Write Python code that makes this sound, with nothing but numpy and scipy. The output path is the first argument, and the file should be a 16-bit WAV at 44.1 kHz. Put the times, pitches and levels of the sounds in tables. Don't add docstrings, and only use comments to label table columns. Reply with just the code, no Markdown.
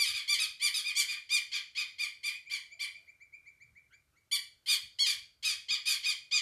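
import sys
import numpy as np
from scipy import signal
from scipy.fft import rfft, irfft, next_fast_len
from scipy.io import wavfile

SR = 44100
rng = np.random.default_rng(int(sys.argv[2]) if len(sys.argv) > 2 else 0)


def store_wav(level_fs):
    pcm = np.round(np.clip(np.atleast_2d(level_fs), -1, 1) * 32767)
    wavfile.write(sys.argv[1], SR, pcm.T.astype(np.int16))


N = 282681

# arch top t/s, rise/s, fall/s, top f/Hz, level/dB, low resonance/dB, brightness/dB,
# gain above 8 kHz/dB, roughness/0-1, hoarse start/s
CRIES = [ (.006, 0.04, .055, 1189, -25.5, 1, 2, 4, 0.09, 0.006),
         (.062, 0.011, 0.068, 1275, -32, -11.5, -4, .5, 0.28, 0.0018),
         (.151, 0.015, .066, 1231, -33, -0.5, -5, -5, 0.29, 0),
         (.31, .034, .059, 1191, -25, 0, 1, 2, .07, 0.0039),
         (.405, 0.03, .057, 1273, -27.5, -6, -3, 0.5, 0.17, 0.022),
         (.648, 0.053, 0.049, 1188, -25.5, 1, 0, 4, 0.13, .022),
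         (.745, 0.0047, 0.072, 1282, -29.5, -14.5, -2, -0.5, 0.19, 0),
         (.873, .04, 0.051, 1225, -32.5, 3.5, -3, -3, 0.12, .014),
         (0.988, 0.037, 0.044, 1182, -24.5, -0.5, 6.5, 7.5, 0.16, 0),
         (1.102, 0.025, 0.051, 1230, -33.5, 2.5, -3.5, -2, 0.29, 0.008),
         (1.338, 0.048, 0.054, 1224, -25, 0, 1.5, 1.5, .1, 0.016),
         (1.544, .029, .048, 1223, -31, -1, 0, -6, 0.21, 0.025),
         (1.784, 0.035, 0.053, 1244, -31, 1, -1.5, -5, .18, 0.029),
         (2.014, 0.032, 0.054, 1222, -31.5, 5.5, 0.5, 1, 0.15, 0.014),
         (2.262, 0.032, 0.047, 1208, -32, 5, -1, 2.5, 0.15, 0.011),
         (2.526, 0.031, 0.052, 1186, -34.5, 3.5, -0.5, 1, 0.19, 0.019),
         (2.819, 0.027, .042, 1183, -33.5, 3.5, -0.5, 1.5, 0.18, 0.01),
         (4.333, .021, .040, 1171, -27, -5.5, -0.5, 5, .06, .007),
         (4.708, 0.05, 0.055, 1226, -24, -8, -2.5, 3, 0.21, 0.026),
         (5.008, .022, 0.072, 1113, -25.5, -9.5, 1, -4, 0.02, 0.0066),
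         (5.072, .012, 0.071, 1233, -28, -4.5, 2, 3, .31, 0.0038),
         (5.461, 0.036, 0.082, 1277, -28, -4, 2, 2.5, .29, 0.025),
         (5.714, .031, .052, 1230, -27, -6, -3, -10.5, 0.07, .024),
         (5.881, 0.027, 0.085, 1252, -27, -3.5, 3, 4.5, 0.28, 0.0054),
         (6.069, 0.041, 0.063, 1241, -27, -3, -1, -4, 0.11, 0.031),
         (6.343, 0.033, 0.06, 1242, -24.5, -3.5, 2, -10, 0.1, 0.011), ]
# cry level/dB, tail gain/dB
TAIL_BY_LEVEL = [(-35.5, 2.5), (-25, -0.36)]

def cries():
    mix = np.zeros(N)
    for t, rise_s, fall_s, top_hz, level_db, *timbre in CRIES:
        call = cry(rise_s, fall_s, top_hz, level_db, *timbre)
        tail_db = lookup(TAIL_BY_LEVEL, level_db)
        add(mix, t - rise_s, outdoors(call, direct_db=-1.24, tail_db=tail_db, echo_db=-0.4))
        sweep = slack(level_db)
        add(mix, t + fall_s - len(sweep) / SR / 4, sweep)
    return mix


PITCH_SAG = [(.06, .24), (.3, .17)]

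def cry(rise_s, fall_s, top_hz, level_db, low_db, bright_db, top_db, rough, hoarse_s):
    t = np.arange(-rise_s, fall_s, 1 / SR)
    before, after = np.maximum(-t / rise_s, 0), np.maximum(t / fall_s, 0)
    since_break_s = t + rise_s - min(hoarse_s, rise_s)
    hoarse = np.clip(-since_break_s / 0.00072, 0, 1)
    roundness = np.interp(rough, [.05, .22], [2, 1.2])
    arch_hz = top_hz * (1 - 0.1405 * before ** 2 - lookup(PITCH_SAG, rough) * after ** roundness)
    hoarse_hz = .88 * top_hz * (1 + 4.5 * (since_break_s + hoarse_s / 2))
    hz = arch_hz * (1 - hoarse) + hoarse_hz * hoarse
    hz *= 1 + .005 * wobble(len(t), hz=70)
    rough = np.clip(rough + .26 * hoarse + .11 * after ** 2, 0, .5)
    voice = unit(colour(syrinx(hz, rough), lambda f: throat(f, low_db, bright_db, top_db)))
    treble = colour(voice, lambda f: -10 * np.log10(1 + (6500 / (f + 1)) ** 8))
    beak_db = -7 * before + 3 * np.sin(np.pi * after)
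    voice += treble * (amp(beak_db) - 1)
    swell_db_per_s = 428
    pressure_db = -swell_db_per_s * rise_s * before ** 2 - 16 * after ** 2 - 3 * hoarse
    edges = np.clip((t + rise_s) / .003, 0, 1) * np.clip((fall_s - t) / .002, 0, 1)
    return amp(level_db + pressure_db) * voice * edges


def syrinx(hz, rough):
    count = len(hz)
    turns = np.cumsum(hz * (1 + .04 * rough * wobble(count, hz=350))) / SR
    turns += .06 * rough * wobble(count, hz=700)
    stack = np.zeros(count)
    for k in range(1, 15):
        flutter_db = 5 * min(k / 7, 1) ** 2 * wobble(count, hz=47)
        stack += amp(flutter_db) * np.cos(2 * np.pi * k * turns)
    rasp = unit((1 + 0.1 * np.cos(2 * np.pi * turns)) * rng.standard_normal(count))
    return unit(stack) + .5 * rough * rasp


# f/Hz, gain/dB
VOICE_SPECTRUM = [(500, -50), (880, -30), (1200, -29.5), (1550, -15), (2000, -4), (2800, -13.5), (3900, -9),
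                  (4400, -12), (5400, -15.5), (7000, -13.5), (8200, -22), (9500, -16), (11000, -25.5),
                  (14000, -32.5)]
# f/Hz, width/Hz, gain/dB
RESONANCES = [(2453, 176, 6.5), (3020, 453, 13.5), (4625, 635, 9)]

def throat(hz, low_db, bright_db, top_db):
    gain_db = read(VOICE_SPECTRUM, hz)
    gain_db += sum(db * bump(hz, centre, width) for centre, width, db in RESONANCES)
    gain_db += low_db * bump(hz, 2300, 500)
    gain_db += 0.45 * low_db * bump(hz, 1150, 250)
    gain_db += (4 + .4 * bright_db) * bump(hz, 4650, 550)
    return gain_db + np.interp(hz, [5100, 5640, 7470, 8650], [0, bright_db, bright_db, top_db])


def slack(cry_db, length_s=0.056, from_hz=850, to_hz=300, relative_db=-55.5):
    u = np.linspace(0, 1, round(length_s * SR))
    hz = (from_hz + (to_hz - from_hz) * u) * (1 + .13 * wobble(len(u), hz=250))
    tone = np.sin(2 * np.pi * np.cumsum(hz) / SR)
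    return amp(cry_db + relative_db) * unit(tone * np.sin(np.pi * u))


# glide top t/s, top f/Hz, level/dB, overtone gain/dB
PIPS = [ (2.373, 2490, -45, 3), (2.492, 2420, -50, 1), (2.744, 2392, -49.5, 9), (2.978, 2410, -50, -2),
        (3.107, 2388, -53.5, 1), (3.237, 2370, -54, 2.5), (3.36, 2404, -49, -3.5), (3.493, 2368, -52.5, 2),
        (3.636, 2370, -55.5, 5.5), (3.788, 2354, -56.5, -3), (3.956, 2383, -60, 10),
        (4.191, 2290, -69, 10.5), ]

def pips(rise_s=.041, fall_s=0.013):
    mix = np.zeros(N)
    for t, *shape in PIPS:
        add(mix, t - rise_s, outdoors(pip(rise_s, fall_s, *shape), tail_db=-1.5, echo_db=-1.5))
    return mix


# level/dB, starting drop/fraction of top f
PIP_SCOOP = [(-57, .3), (-45, 0.1073)]
# harmonic number, relative level/dB
PIP_PARTIALS = [(1, 0.5), (2, -20), (3, -20.5)]

def pip(rise_s, fall_s, top_hz, level_db, overtones_db):
    t = np.arange(-rise_s, fall_s, 1 / SR)
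    off_top = (t / rise_s) ** 2
    hz = top_hz * (1 - lookup(PIP_SCOOP, level_db) * off_top)
    turns = np.cumsum(hz * (1 + 0.0054 * wobble(len(t), hz=330))) / SR
    bright_db = overtones_db - 6 * off_top
    tone = sum(amp(db + bright_db * (k > 1)) * np.sin(2 * np.pi * k * turns) for k, db in PIP_PARTIALS)
    swell = abs(np.sin(np.pi * np.linspace(0, 1, len(t)) ** 1.075)) ** 1.64
    return amp(level_db) * unit(tone) * swell


# t/s, length/s, f/Hz, level/dB
GRUNTS = [(3.900, .060, 1560, -66), (4.125, .055, 1330, -78)]

def grunts():
    mix = np.zeros(N)
    for t, length_s, hz, level_db in GRUNTS:
        u = np.linspace(0, 1, round(length_s * SR))
        turns = np.cumsum(hz * (.92 + .18 * u + .06 * wobble(len(u), hz=400))) / SR
        tone = np.sin(2 * np.pi * turns) + 0.5 * np.sin(4 * np.pi * turns)
        grunt = amp(level_db) * unit(tone) * np.sin(np.pi * u)
        add(mix, t, outdoors(grunt, tail_db=-20, echo_db=-7))
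    return mix


# delay/s, relative level/dB
ECHOES = [(.0052, -10.5), (0.012, -8.5), (0.0338, -15.5), (.091, -28.5), (.105, -36.5)]

def outdoors(sound, tail_db, echo_db, direct_db=0):
    response = amp(tail_db) * diffuse_tail()
    response[0] += amp(direct_db)
    for delay_s, db in ECHOES:
        add(response, delay_s, amp([db + echo_db]))
    return signal.fftconvolve(sound, response)


# f/Hz, T60/s
TAIL_T60 = [(1100, 0.22), (2300, 0.3547), (3500, 0.33), (4700, 0.39), (7000, 0.34), (13000, 0.25)]
# f/Hz, gain/dB
TAIL_SPECTRUM = [(1100, 5), (1500, 12.5), (2300, -2), (3500, -2.5), (4700, -7.5), (7000, -8), (13000, -4.5)]

def diffuse_tail(taps_per_s=4000):
    taps = rng.standard_normal(SR // 2) * (rng.random(SR // 2) < taps_per_s / SR)
    hz, t, bands = signal.stft(unit(taps), SR, nperseg=256)
    t60_s = read(TAIL_T60, hz)[:, None]
    decay = amp(-60 * t / t60_s) * np.sqrt(2 * np.log(1000) / (t60_s * SR))
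    tail = signal.istft(bands * decay * amp(read(TAIL_SPECTRUM, hz))[:, None], SR, nperseg=256)[1]
    fade_in = np.clip((np.arange(len(tail)) / SR - .004) / 0.018, 0, 1)
    return tail * fade_in


# t/s, length/s, f/Hz, level/dB
FAR_NOTES = [(2.218, 0.13, 625, -85), (2.683, 0.18, 663, -83.5), (2.87, 0.28, 646, -87.5)]

def far_notes():
    mix = np.zeros(N)
    for t, length_s, hz, level_db in FAR_NOTES:
        u = np.linspace(0, 1, round(length_s * SR))
        turns = np.cumsum(hz * (1 + 0.08 * wobble(len(u), hz=120))) / SR
        add(mix, t, amp(level_db) * unit(np.sin(2 * np.pi * turns) * np.sin(np.pi * u)))
    return mix


# f/Hz, relative density/dB
AIR_SPECTRUM = [(150, -4), (300, -1.5), (600, -4), (900, -8.5), (1500, -2), (2000, -8.5), (2800, -9),
                (6000, -10.5), (13500, -13)]

def air(level_db=-78.5):
    hiss = unit(colour(rng.standard_normal(N), lambda f: read(AIR_SPECTRUM, f)))
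    return hiss * amp(level_db + 0.81 * wobble(N, hz=3))


# f/Hz, relative density/dB
RUMBLE_SPECTRUM = [(20, -40), (45, -1.5), (80, 1.5), (140, -2.5), (200, -13), (400, -37), (900, -71)]
# peak t/s, half length/s, level/dB
GUSTS = [(.125, .035, -67), (0.447, 0.09, -77), (3.71, .06, -73), (4.85, 0.02, -66), (5.182, 0.061, -77.5),
         (5.499, .09, -74.5), (5.722, 0.023, -67)]

def wind(calm_db=-81):
    t = np.arange(N) / SR
    rumble = unit(colour(rng.standard_normal(N), lambda f: read(RUMBLE_SPECTRUM, f)))
    calm = amp(calm_db + wobble(N, hz=4.6))
    gusts = sum(amp(db) * bump(t, peak_s, half_s) for peak_s, half_s, db in GUSTS)
    return rumble * (calm + gusts)


def amp(db):
    return 10 ** (np.asarray(db) / 20)


def unit(x):
    return x / np.sqrt(np.mean(x ** 2) + 1e-20)


def bump(x, centre, width):
    return np.exp(-((x - centre) / width) ** 2)


def lookup(points, x):
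    return np.interp(x, *np.transpose(points))


def read(points, hz):
    f, value = np.transpose(points)
    return np.interp(np.log(hz + 1), np.log(f), value)


def colour(x, curve_db):
    size = next_fast_len(len(x) + 2048)
    gain = amp(curve_db(np.fft.rfftfreq(size, 1 / SR)))
    return irfft(rfft(x, size) * gain, size)[:len(x)]


def wobble(count, hz):
    return unit(colour(rng.standard_normal(count), lambda f: -10 * np.log10(1 + (f / hz) ** 4)))


def add(mix, start_s, sound):
    start = round(start_s * SR)
    sound = sound[max(-start, 0):]
    part = mix[max(start, 0):][:len(sound)]
    part += sound[:len(part)]


def scene():
    return (cries() + pips() + grunts() + far_notes() + air() + wind())[None]


def record(dry, cutoff_hz=13950):
    lowpass = signal.firwin(511, cutoff_hz, window=("kaiser", 9), fs=SR)
    return signal.oaconvolve(dry, lowpass[None], "same")


dry = scene()
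out = record(dry)
store_wav(out)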